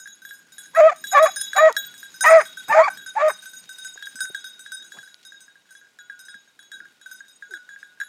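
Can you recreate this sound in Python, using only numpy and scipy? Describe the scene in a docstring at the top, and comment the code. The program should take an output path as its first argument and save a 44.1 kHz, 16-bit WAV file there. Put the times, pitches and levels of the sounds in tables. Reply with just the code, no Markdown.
"""Dry grass rustles under a faint open-air hush as two sheet-metal bells start clanking on hounds' collars.
From 0.7 s one hound bays six times, its voice breaking upward; paws soon knock stones and twigs.
The other hound yelps once across the fifth bay, and near the end a faint whine sinks in pitch.
Bells ring as decaying modes, voices are partials plus breath, ground and air are shaped noise;
bushes throw a short blur back after voices and bells."""
import sys
import numpy as np
from scipy import signal
from scipy.fft import rfft, irfft
from scipy.io import wavfile
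from scipy.ndimage import uniform_filter1d

SR = 44100
rng = np.random.default_rng(int(sys.argv[2]) if len(sys.argv) > 2 else 0)


def nominal_scale(level):
    """Amplitude ratio for a level in decibels (scalar or array-like)."""
    x = np.asarray(level, float) / 20
    return 10 ** x


def master_out(mix):
    """Clip the mix to full scale and print it as 16-bit PCM to the path in sys.argv[1]."""
    frames = np.transpose(np.atleast_2d(mix))
    ceiling = np.clip(frames, -1, 1)
    pcm = np.round(ceiling * 32767).astype(np.int16)
    wavfile.write(sys.argv[1], SR, pcm)


N = 356328
T = np.arange(N) / SR


def band(x, hz, width_hz):
    """Two-pole resonance, gain 1 at the centre."""
    return signal.lfilter(*signal.iirpeak(hz, hz / width_hz, fs=SR), x)


def level(x, db):
    """Scale to an rms level."""
    return x * nominal_scale(db) / np.sqrt(np.mean(x ** 2))


def walk(rate):
    """Random levels held 1 / rate s and slewed twice; spread near 1."""
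    hold = int(SR / rate)
    steps = np.repeat(rng.standard_normal(N // hold + 1), hold)
    return 1.3 * uniform_filter1d(uniform_filter1d(steps, hold), hold)[:N]


# Colour of the open air. Each row: frequency in Hz, relative density in dB per Hz.
AIR_COLOUR = [(60, -17.5), (200, -4.5), (900, -8.5), (3000, -9), (8000, -16.5), (14000, -29),
              (16000, -23.5)]


def hush():
    """Smooth distant air: steady noise shaped across its spectrum."""
    hz, db = np.transpose(AIR_COLOUR)
    log_hz = np.log(np.arange(N // 2 + 1) * SR / N + 1)
    colour = nominal_scale(np.interp(log_hz, np.log(hz), db))
    return level(irfft(rfft(rng.standard_normal(N)) * colour, N), -68.5)


# Stir of the ground. Each row: time in seconds, grass level in dB, low rumble level in dB,
# both before the fixed trims below.
GROUND_LEVELS = [(0.0, -73.5, -74), (1.28, -56.5, -64), (2.23, -60, -66.5), (2.34, -57, -61),
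                 (4.63, -64, -75.5), (5.71, -74, -81), (8.08, -68.5, -82)]


def ground():
    """Dry stalks crackle in tiny grains; a low rumble wavers under them."""
    s, grass_db, rumble_db = np.transpose(GROUND_LEVELS)
    grains = rng.standard_normal(N) * nominal_scale(2.5 * walk(400) + 2 * walk(35))
    grass = level(band(grains, 2500, 4100), 0.86) * nominal_scale(np.interp(T, s, grass_db))
    rumble = level(band(band(rng.standard_normal(N), 190, 260), 190, 260), -2.9)
    return grass + rumble * nominal_scale(np.interp(T, s, rumble_db) + 2.6 * walk(16))


# Motion of the hounds. Each row: time in seconds, speed towards the microphone in m/s
# of the first hound and of the second.
HOUND_SPEEDS = [(0.0, 2.6, 3.3), (0.9, 2.4, 4.1), (1.5, 1.7, 4.1), (2.1, -0.2, 2.4), (2.7, -2.1, 0.3),
                (3.6, -1.9, -0.2), (4.2, -1.7, 0.0), (4.5, 0.3, 0.2), (5.1, 0.7, 1.2), (5.7, 0.7, 2.7),
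                (6.3, 0.5, 2.2), (7.2, -1.9, 0.0), (7.5, 3.4, 0.0)]
# Top mode family against the upper ring. Each row: time in seconds, first bell in dB, second bell in dB.
TOP_FAMILY_DB = [(0, -7, -0.5), (1.2, -8.5, -1), (2.2, -10, -1), (3.2, -12.5, 2.5), (4.3, -15, 8),
                 (5.2, -6, 6), (6.2, -9.5, 5.5), (8.1, -6, 4.5)]
# Treble lost on the way through air and leaves. Each row: time in seconds, loss in dB at 12.3 kHz.
TREBLE_LOSS = [(0, -1.5), (1.5, 1.5), (2.8, -1.5), (4, 11.5), (6, 11), (8.1, 8)]
# spread of a 10 kHz mode from blow to blow; flutter of the lowest modes, doubled at 4.2 kHz
SCATTER_DB, CHATTER_DB = 4, 2.5
SMEAR_RAD = 1.1  # wander of a mode's phase at 7.2 kHz
# light bounces after a blow: average taps a second, dB under the blow, fading time constant in s
BOUNCES_PER_S, BOUNCE_DB, BOUNCE_S = 31, -12, .12


def bell(blows, families, hound, clank):
    """Each clapper blow stops the old ring and starts every mode afresh, with a short tick."""
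    s, *dbs = np.transpose(blows)
    top_s, top_db = np.transpose(TOP_FAMILY_DB)[[0, hound]]
    # the top family follows the upper ring
    dbs.append(dbs[2] + np.interp(s, top_s, top_db))
    last = np.clip(np.searchsorted(s, T, side="right") - 1, 0, None)
    age = np.where(T >= s[0], T - s[last], 9.)
    speed = np.interp(T, *np.transpose(HOUND_SPEEDS)[[0, hound]])
    heard = np.cumsum(1 + speed / 343) / SR  # Doppler: time as it reaches the microphone
    loss_db = np.interp(T, *np.transpose(TREBLE_LOSS))
    out = np.zeros(N)
    for family_db, modes in zip(dbs, families):
        for hz, db, t60 in modes:
            chance = rng.standard_normal((len(s), 2))
            # the loose clapper chatters on the wall: size and phase of the ring flutter
            flutter = walk(90) * (1 - np.exp(-age / .015))
            blow_db = family_db + db + SCATTER_DB * hz / 1e4 * chance[:, 0]
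            ring_db = blow_db[last] - 60 * age / t60
            flutter_db = CHATTER_DB * (1 + hz / 4200.0) * flutter
            size = nominal_scale(ring_db + flutter_db - loss_db * (hz / 12300.0) ** 2)
            rise = 1 - np.exp(-age * hz / 1.5)  # time constant of 1.5 cycles
            wander = SMEAR_RAD * hz / 7200.0 * walk(80)
            out += size * rise * np.sin(2 * np.pi * hz * heard + 3 * chance[last, 1] + wander)
    # bounces ring the first-listed clank mode, t60 0.07 s
    clank_hz = families[clank][0][0]
    taps = (rng.random(N) < BOUNCES_PER_S / SR) * rng.standard_normal(N)
    taps *= nominal_scale(dbs[clank][last] + BOUNCE_DB) * np.exp(-age / BOUNCE_S)
    pole = np.exp(2j * np.pi * clank_hz / SR - np.log(1000) / (.07 * SR))
    out += signal.lfilter([1], [1, -pole], band(taps, clank_hz, 600)).imag
    blow = np.sqrt(np.sum(nominal_scale(np.array(dbs[2:])) ** 2, axis=0))[last]
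    tick = band(rng.standard_normal(N), 6000, 4300) * np.exp(-age / 0.0033)
    tick += nominal_scale(-6.5) * band(rng.standard_normal(N), 12000, 6000) * np.exp(-age / 0.0014)
    # modes too dense to part leave a brief bright wash
    tick += nominal_scale(-16.5) * band(rng.standard_normal(N), 9500, 7000) * np.exp(-age / 0.02)
    # so small a body radiates no bass
    no_bass = signal.butter(4, 1200, "high", fs=SR, output="sos")
    return signal.sosfilt(no_bass, out + blow * tick)


# Clapper blows on the second collar. Each row: start in seconds, level in dB of the clank,
# of the middle ring, of the upper ring.
SECOND_CLAPPER = [(0.0, -43, -51, -50.5), (.2185, -47.5, -55, -58.5), (.3362, -59, -72, -59.5),
                  (.5213, -51.5, -53, -55.5), (.6316, -50, -60, -56), (.9603, -58, -56, -50),
                  (1.1155, -28.5, -39, -38.5), (1.2267, -54, -52.5, -41), (1.3599, -36, -37.5, -35.5),
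                  (1.9785, -60, -49.5, -51), (2.1411, -43, -50.5, -51.5), (2.208, -22, -35, -28.5),
                  (2.243, -34, -44, -41.5), (2.2579, -22.5, -50, -33.5), (2.3836, -46, -50, -44),
                  (2.4529, -39.5, -47.5, -51.5), (2.5707, -33.5, -44, -54), (2.6824, -52.5, -45, -44.5),
                  (2.9004, -33.5, -51, -51), (3.062, -32.5, -43.5, -48.5), (3.282, -36.5, -41, -41),
                  (3.4222, -44, -52, -50), (3.4566, -38, -47.5, -48.5), (3.534, -43, -48.5, -49),
                  (3.6916, -38.5, -40.5, -46), (3.7839, -41, -42, -45), (3.8468, -34.5, -37, -43.5),
                  (4.0563, -52.5, -44, -48.5), (4.1556, -38.5, -53, -43.5), (4.2049, -22, -32.5, -35.5),
                  (4.255, -35.5, -42, -49.5), (4.3466, -39, -44, -46.5), (4.4424, -37, -39, -47),
                  (4.5931, -46, -46.5, -49.5), (4.7188, -32.5, -41, -43.5), (4.845, -48.5, -61, -56.5),
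                  (5.0291, -45, -59.5, -57), (5.2501, -49.5, -45, -52.5), (5.4047, -49.5, -56, -54.5),
                  (5.707, -46, -71.5, -56), (5.7255, -54.5, -76, -58), (6.1919, -45.5, -49, -50),
                  (6.2518, -49.5, -51, -52), (6.7342, -39, -52.5, -57.5), (7.0595, -35.5, -51, -59),
                  (7.1128, -37, -50, -49), (7.2815, -61, -55.5, -58.5), (7.5084, -38, -51, -54.5),
                  (7.7883, -65.5, -60.5, -62.5)]
# Four mode families, low to high. Each row in a family: frequency in Hz, relative level in dB, t60 in seconds.
SECOND_MODES = [
    [(1535, 2, .17), (1505, -11, .5)],
    [(3745, -2, .7), (3800, -9, .4)],
    [(5045, -4, .45), (6050, -6, .35), (6410, -6, .3), (6700, -3, .45)],
    [(8035, -7, .25), (8670, -6, .25), (8960, -13, .2), (9130, -8, .25), (10050, -14, .2),
     (10780, -10, .25), (12020, -15, .2), (12400, -12, .2), (13430, -12, .2), (14200, -17, .2),
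     (15000, -17, .15)],
]


def second_bell():
    """The second hound's sheet metal clanks in its lowest mode family."""
    return bell(SECOND_CLAPPER, SECOND_MODES, hound=2, clank=0)


# Clapper blows on the first collar. Each row: start in seconds, level in dB of the hum,
# of the clank, of the upper ring.
FIRST_CLAPPER = [(.0569, -84, -39, -60), (.074, -63, -40.5, -50), (.2504, -66, -36.5, -48),
                 (.2908, -55, -54, -49), (.3083, -56, -35, -50.5), (.5817, -50, -37.5, -42.5),
                 (.657, -68, -44, -54.5), (.7488, -61, -29, -43), (1.0396, -70.5, -31, -36.5),
                 (1.07, -86, -58.5, -37), (1.2267, -62, -52, -31), (1.365, -62.5, -27, -45.5),
                 (1.4123, -68, -29.5, -30.5), (1.532, -49, -19.5, -38), (1.5634, -60, -45, -30.5),
                 (1.7655, -47.5, -17.5, -26), (1.85, -49, -43.5, -42.5), (1.9401, -67.5, -38.5, -46.5),
                 (2.0294, -61, -32.5, -48), (2.4529, -53, -45, -45.5), (2.5707, -57, -47, -43),
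                 (2.9727, -54.5, -33, -41), (3.4222, -63.5, -48, -58), (3.975, -68, -36.5, -50),
                 (4.0244, -66, -28.5, -38.5), (4.07, -67, -32.5, -48.5), (4.189, -53.5, -32.5, -58),
                 (4.3466, -51, -27.5, -39), (4.6619, -58, -30.5, -47), (4.8235, -58.5, -43.5, -48),
                 (4.9193, -58, -38.5, -43.5), (4.9862, -60, -37.5, -48.5), (5.075, -58, -46, -54),
                 (5.3204, -67.5, -42, -54.5), (5.48, -64, -47, -70.5), (5.555, -73, -50, -68),
                 (5.655, -66, -57.5, -69), (5.69, -68, -54, -61.5), (5.7509, -84, -44, -56),
                 (5.813, -54.5, -47.5, -69), (5.845, -62.5, -55, -66), (5.868, -67.5, -54.5, -69.5),
                 (5.9879, -49.5, -39, -49.5), (6.0976, -49, -31, -54.5), (6.2837, -47.5, -34.5, -49.5),
                 (6.3426, -65.5, -37.5, -54), (6.591, -60.5, -43, -50.5), (6.6274, -74, -49, -51.5),
                 (6.7167, -72, -34, -44), (6.803, -49, -34.5, -66), (6.8544, -63, -44, -65),
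                 (7.0131, -59, -48, -53.5), (7.2051, -65, -38, -76), (7.2505, -66, -48, -63.5),
                 (7.4236, -52, -34.5, -59), (7.5369, -40.5, -31.5, -45), (7.575, -47, -48, -64.5),
                 (7.69, -61, -32, -55.5), (7.7609, -62, -39.5, -73), (7.8287, -52, -33, -62),
                 (8.0008, -38, -29, -43), (8.0135, -44, -25, -45), (8.035, -48.5, -37, -51.5)]
# Four mode families, low to high. Each row in a family: frequency in Hz, relative level in dB, t60 in seconds.
FIRST_MODES = [
    [(1453, -2, 1.2)],
    [(1610, -6, .2), (1630, 6, .035)],
    [(3371, -5.5, 0.41), (3834, -2, 0.35)],
    [(5460, 1.5, 0.049), (6596, -2.5, 0.78), (6875, 3, 0.28), (8100, 0, 0.14), (8900, -14.5, 0.05),
     (10660, -14.5, 0.067), (10930, -1.5, .2), (11280, -12.5, 0.33), (11900, -15.5, 0.22), (12300, -11, .2),
     (13300, -17.5, 0.203), (13760, -14, .2), (14220, -12.5, .2), (14770, -14, .15)],
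]


def first_bell():
    """The first hound's sheet metal hums in its lowest family and clanks in the second."""
    return bell(FIRST_CLAPPER, FIRST_MODES, hound=1, clank=1)


# the mouth resonance climbs as the jaws part; partials fall off on both sides of it
SHUT_HZ, OPEN_HZ, UNDER_DB_PER_OCT, OVER_DB_PER_OCT = 642.5, 1990, 11, 22
# the mouth rings again an octave higher, narrower and weaker
SECOND_DB, SECOND_DB_PER_OCT = -14.5, 49
# breath under the voice, its growth per 100 Hz of sag below the slack pitch, and its ceiling
RASP_DB, SAG_RASP_DB, MOST_RASP_DB = -18.5, 21.5, -6.5
# Base level kept by partials 1 to 4 before the aim is added: one value each in dB.
PARTIAL_BASE_DB = [-23, -23, -26.5, -32.5]
# What throat and muzzle let out. Each row: frequency in Hz, gain in dB.
MUZZLE_GAIN = [(2000, -0.5), (2500, -5.5), (3200, -19.5), (4500, -5.5), (7000, -18)]
# Hoarseness of the voice. 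Each row: time in seconds, extra breath in dB (negative is clearer).
EXTRA_BREATH = [(.75, 3), (.81, 2.5), (.83, -7.5), (.88, -5.5), (.9, 5), (1.14, 7), (1.152, -7),
                (1.18, -1.5), (1.24, -2), (1.26, 5.5), (1.57, 11), (1.59, -1.5), (1.62, 2.5), (1.64, -5.5),
                (1.69, 3.5), (2.25, 14), (2.27, 2.5), (2.305, 9), (2.37, -1), (2.41, -7), (2.7, 4),
                (2.75, 8), (2.8, 0.5), (2.89, 9.5), (3.165, -3), (3.21, 8.5), (3.24, -1.5), (3.3, 2)]


def partials(s, hz, db, mouth, slack_hz, shut_hz, aim_db):
    """Gains of partials 1 to 4 under the mouth resonance, and the share of breath."""
    lines_hz = np.arange(1, 5)[:, None] * hz
    mouth_hz = shut_hz * (OPEN_HZ / SHUT_HZ) ** mouth
    octaves = np.log2(lines_hz / mouth_hz)
    shape = nominal_scale(np.minimum(UNDER_DB_PER_OCT * octaves, -OVER_DB_PER_OCT * octaves))
    shape += nominal_scale(SECOND_DB - SECOND_DB_PER_OCT * np.abs(octaves - 1)) * np.clip(mouth, 0, 1)
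    base = nominal_scale(np.array(PARTIAL_BASE_DB) + [0, 0, *aim_db])[:, None]
    shape = shape / shape.max(axis=0) + base
    shape *= nominal_scale(np.interp(lines_hz, *np.transpose(MUZZLE_GAIN)))
    gains = nominal_scale(db) * shape / np.sqrt(np.sum(shape ** 2, axis=0))
    sag = np.clip((slack_hz - hz) / 100, 0, None)
    rasp_db = RASP_DB + np.interp(s, *np.transpose(EXTRA_BREATH)) + SAG_RASP_DB * sag
    return np.vstack([gains, nominal_scale(np.minimum(rasp_db, MOST_RASP_DB))])


# Throat resonances that colour the breath. Each row: centre in Hz, width in Hz, level in dB.
THROAT_BANDS = [(705, 320, -7.5), (1286, 560, -6), (2020, 650, -9), (2438, 500, -12.5), (3400, 280, -27),
                (4600, 1600, -30.5), (6800, 1400, -24.5)]


def voice(stretches, slack_hz, shut_hz, aims_db):
    """Partials on a pitch that wobbles more as it roughens, plus breath puffed once a cycle."""
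    hz, gains = np.full(N, 600.), np.zeros((5, N))
    for rows, aim_db in zip(stretches, aims_db):
        s, *columns = np.transpose(rows)
        on = (T >= s[0]) & (T < s[-1])
        pitch, db, mouth = (np.interp(T[on], s, c) for c in columns)
        hz[on] = pitch
        gains[:, on] = partials(T[on], pitch, db, mouth, slack_hz, shut_hz, aim_db)
    jitter = (.005 + .047 * gains[4]) * walk(300)
    # from 25 Hz below the slack pitch the folds lose their beat
    jitter += .09 * np.clip((slack_hz - 25 - hz) / 100, 0, 1) * walk(400)
    gains[4] *= np.sqrt(np.sum(gains[:4] ** 2, axis=0))
    gains = uniform_filter1d(gains, size=200, axis=1)
    phase = 2 * np.pi * np.cumsum(hz * (1 + jitter)) / SR
    out = sum(np.sqrt(2) * g * np.sin((k + 1) * phase) for k, g in enumerate(gains[:4]))
    # partials above the fourth die away step by step and flicker
    upper = nominal_scale(-9) * gains[3] + nominal_scale(-38) * gains[1:3].sum(axis=0)
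    for k in range(1, 9):
        out += upper * nominal_scale(-4 * k + 4 * walk(40)) * np.sin((k + 4) * phase)
    breath = rng.standard_normal(N) * np.exp(1.5 * np.cos(phase))
    rasp = np.zeros(N)
    for k, (f, width_hz, db) in enumerate(THROAT_BANDS):
        resonance = band(band(breath, f, width_hz), f, width_hz)
        rasp += (-1) ** k * nominal_scale(db + 2 * walk(50)) * resonance  # neighbours in opposite sign
    return out + gains[4] * level(rasp, 0)


# The first hound's six bays, one curve per bay. Each row: time in seconds, pitch in Hz, level in dB,
# mouth opening from 0 to 1.
BAY_CURVES = [
    [(.735, 478.4, -59, 0.33), (.763, 633, -24, 1), (.778, 648.2, -16, 0.28), (.801, 674, -9, 0),
     (.812, 600.7, -11.5, 0.01), (.872, 648, -9, 0), (.885, 637.7, -17.5, 0.52), (.902, 576.5, -20, .6),
     (.911, 584, -35.5, 0.3)],
    [(1.148, 597, -15.5, 0.74), (1.178, 566.1, -10.5, 0.54), (1.196, 582.2, -13, 0.53),
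     (1.202, 624, -17, 0.31), (1.245, 647.6, -10, 0), (1.252, 637.8, -18.5, 0), (1.262, 568, -19, 0.72),
     (1.277, 574, -24, 0.43)],
    [(1.58, 571, -19, 0.5), (1.592, 584, -14, 0.82), (1.615, 630, -16, 0.24), (1.639, 637.3, -10, 0.12),
     (1.68, 641.7, -11, 0), (1.69, 587.4, -21, 0.44), (1.72, 393.5, -38, 0.12)],
    [(2.258, 614, -17, 0.6), (2.266, 611.2, -11.5, 0.91), (2.29, 649.2, -13, 0.82),
     (2.306, 648.4, -13, 0.1), (2.33, 649.6, -8.5, 0.05), (2.37, 649, -8.5, 0.04),
     (2.398, 608.8, -16.5, 0.34), (2.402, 558, -23, 0.86), (2.416, 450.6, -25.5, 1),
     (2.435, 378.6, -48.5, 0)],
    [(2.714, 564, -32.5, 0.4), (2.728, 590, -17, 0.98), (2.76, 640, -19.5, .02), (2.778, 636, -11.5, 0.04),
     (2.8, 643, -9.5, .15), (2.82, 641, -13.5, .15), (2.838, 592, -34.5, .45)],
    [(3.18, 565, -35, 0.7), (3.204, 571, -24.5, 0.66), (3.22, 595, -20.5, 0.38), (3.24, 619, -16.5, 0.05),
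     (3.288, 615.8, -17, 0.21), (3.292, 574, -29, 0.12), (3.304, 473, -26.5, 1), (3.32, 367, -43, 0.22)],
]
# Where the muzzle points, one pair per bay: change in dB of the base level of the third partial
# and of the fourth.
BAY_AIMS = [(-9, 7), (-1, -1), (12.5, -2.5), (9, -1.5), (0.5, -9), (-6, 5)]


def bays():
    """Six bays arch in pitch while the mouth opening and aim recolour their partials."""
    return voice(BAY_CURVES, 600, SHUT_HZ, BAY_AIMS)


# Short breaks into a higher voice that open or close a bay. Each row: start in seconds, length in seconds,
# top pitch in Hz, level in dB, mouth opening from 0 to 1.
VOICE_BREAKS = [(0.905, .028, 714, -29, 0), (1.12, .038, 798, -20, 0.16), (1.265, .035, 782, -31.5, 0.34),
                (1.548, .04, 771, -20.5, 0.45), (2.23, .034, 958, -16.5, 0.75),
                (2.683, .044, 889, -19.5, .55), (3.152, .036, 870, -20, 0)]
# swell and hold end at these shares of the length; start pitch as share of the top; dB against the top
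SWELL, HOLD, SLIDE, START_DB, END_DB = 0.48, 0.92, 0.8, -26, -12


def breaks():
    """Every break slides up to its top pitch as it swells, holds, then fades."""
    curves = []
    for s, length, hz, db, mouth in VOICE_BREAKS:
        curves.append([(s, SLIDE * hz, db + START_DB, mouth),
                       (s + SWELL * length, hz, db, mouth),
                       (s + HOLD * length, hz, db, mouth),
                       (s + length, hz, db + END_DB, mouth)])
    return voice(curves, 804, SHUT_HZ, [(-8, -7.5)] * len(curves))


# Paws on stones, through stalks and on dry twigs. Each row: start in seconds, peak level in dB,
# centre in Hz, time from start to peak in seconds.
PAW_KNOCKS = [(2.332, -41, 112, 0.01), (2.679, -33.5, 870, 0.0066), (2.685, -32, 188.2, 0.0096),
              (3.956, -40.5, 500, 0.0027), (4.144, -48, 220, .006), (4.229, -46.5, 260, 0.0046),
              (4.3, -35, 270, 0.0024), (4.774, -57, 260, 0.05), (4.892, -49.5, 6000, 0.054),
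              (4.938, -45.5, 507, 0.018), (4.967, -41.5, 955, .007), (4.969, -48.5, 160, .012),
              (6.346, -53.5, 200, 0.0065), (6.72, -58, 260, 0.068), (1.726, -20.5, 6140, 0.00058),
              (3.6404, -32, 2500, 0.00037), (5.1435, -27, 3460, .0003), (5.227, -45, 3500, 0.0049),
              (6.0694, -58, 6000, .0008)]


def knocks():
    """Short noise bursts, dull or sharp, that swell and die at once."""
    out = np.zeros(N)
    for s, db, hz, length in PAW_KNOCKS:
        age = np.clip(T - s, 0, None) / length
        burst = band(band(rng.standard_normal(N), hz, 1.3 * hz), hz, 1.3 * hz)
        # noise peaks stand about 10.5 dB over its rms
        out += np.e * age * np.exp(-age) * level(burst, db - 10.5)
    return out


# The other hound's yelp. Each row: time in seconds, pitch in Hz, level in dB, mouth opening from 0 to 1.
YELP_CURVE = [(2.745, 730, -22.5, 0.63), (2.773, 850, -19, 0.24), (2.792, 905, -19, .2),
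              (2.812, 1021, -21, .2), (2.828, 1107, -23.5, .6), (2.844, 1135, -21, 1),
              (2.866, 1142, -23, 0.52), (2.875, 957, -27.5, 0.32), (2.884, 770, -19, 0.51),
              (2.893, 732, -32, 0.55)]


def yelp():
    """One yelp shoots up in pitch and drops back."""
    return voice([YELP_CURVE], 700, SHUT_HZ, [(-7, 10.1)])


# A faint whine. Each row: time in seconds, pitch in Hz, level in dB, mouth opening from 0 to 1.
WHINE_CURVE = [(7.493, 471, -66, .02), (7.523, 388, -52.5, .02), (7.585, 283, -71, 0.018)]


def whine():
    """A faint whine sinks in pitch through a nearly shut mouth with a low resonance."""
    return voice([WHINE_CURVE], 200, 403, [(-12, -5)])


def bushes(x):
    """Scattered echoes from the scrub; leaves return little bass."""
    t60, gap_s, wet_db = 0.24, 0.017, -28
    age = T[:SR // 2]
    leaves = band(band(rng.standard_normal(len(age)), 2100, 3200), 2100, 3200)
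    tail = leaves * np.exp(-np.log(1000) * age / t60) * (age > gap_s)
    tail /= np.sqrt(np.sum(tail ** 2))
    return x + nominal_scale(wet_db) * signal.fftconvolve(x, tail)[:N]


def scene():
    """Hounds and bells in the scrub, over ground and air."""
    bells = second_bell() + first_bell()
    voices = bays() + breaks() + yelp() + whine()
    return (hush() + ground() + bushes(voices + bells) + knocks())[None]


def top_cut(x):
    """Nothing passes above the cut-off."""
    return signal.sosfilt(signal.butter(12, 16490, fs=SR, output="sos"), x)


def record(dry):
    """The microphone cuts the deep bass and the very top and rounds the loudest peaks."""
    x = signal.sosfilt(signal.butter(2, 110, "high", fs=SR, output="sos"), dry)
    x = signal.sosfilt(signal.butter(10, 15500, fs=SR, output="sos"), x)
    mix = 2.154 * np.tanh(x / 1.622)
    return top_cut(mix)


dry = scene()
out = record(dry)
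master_out(out)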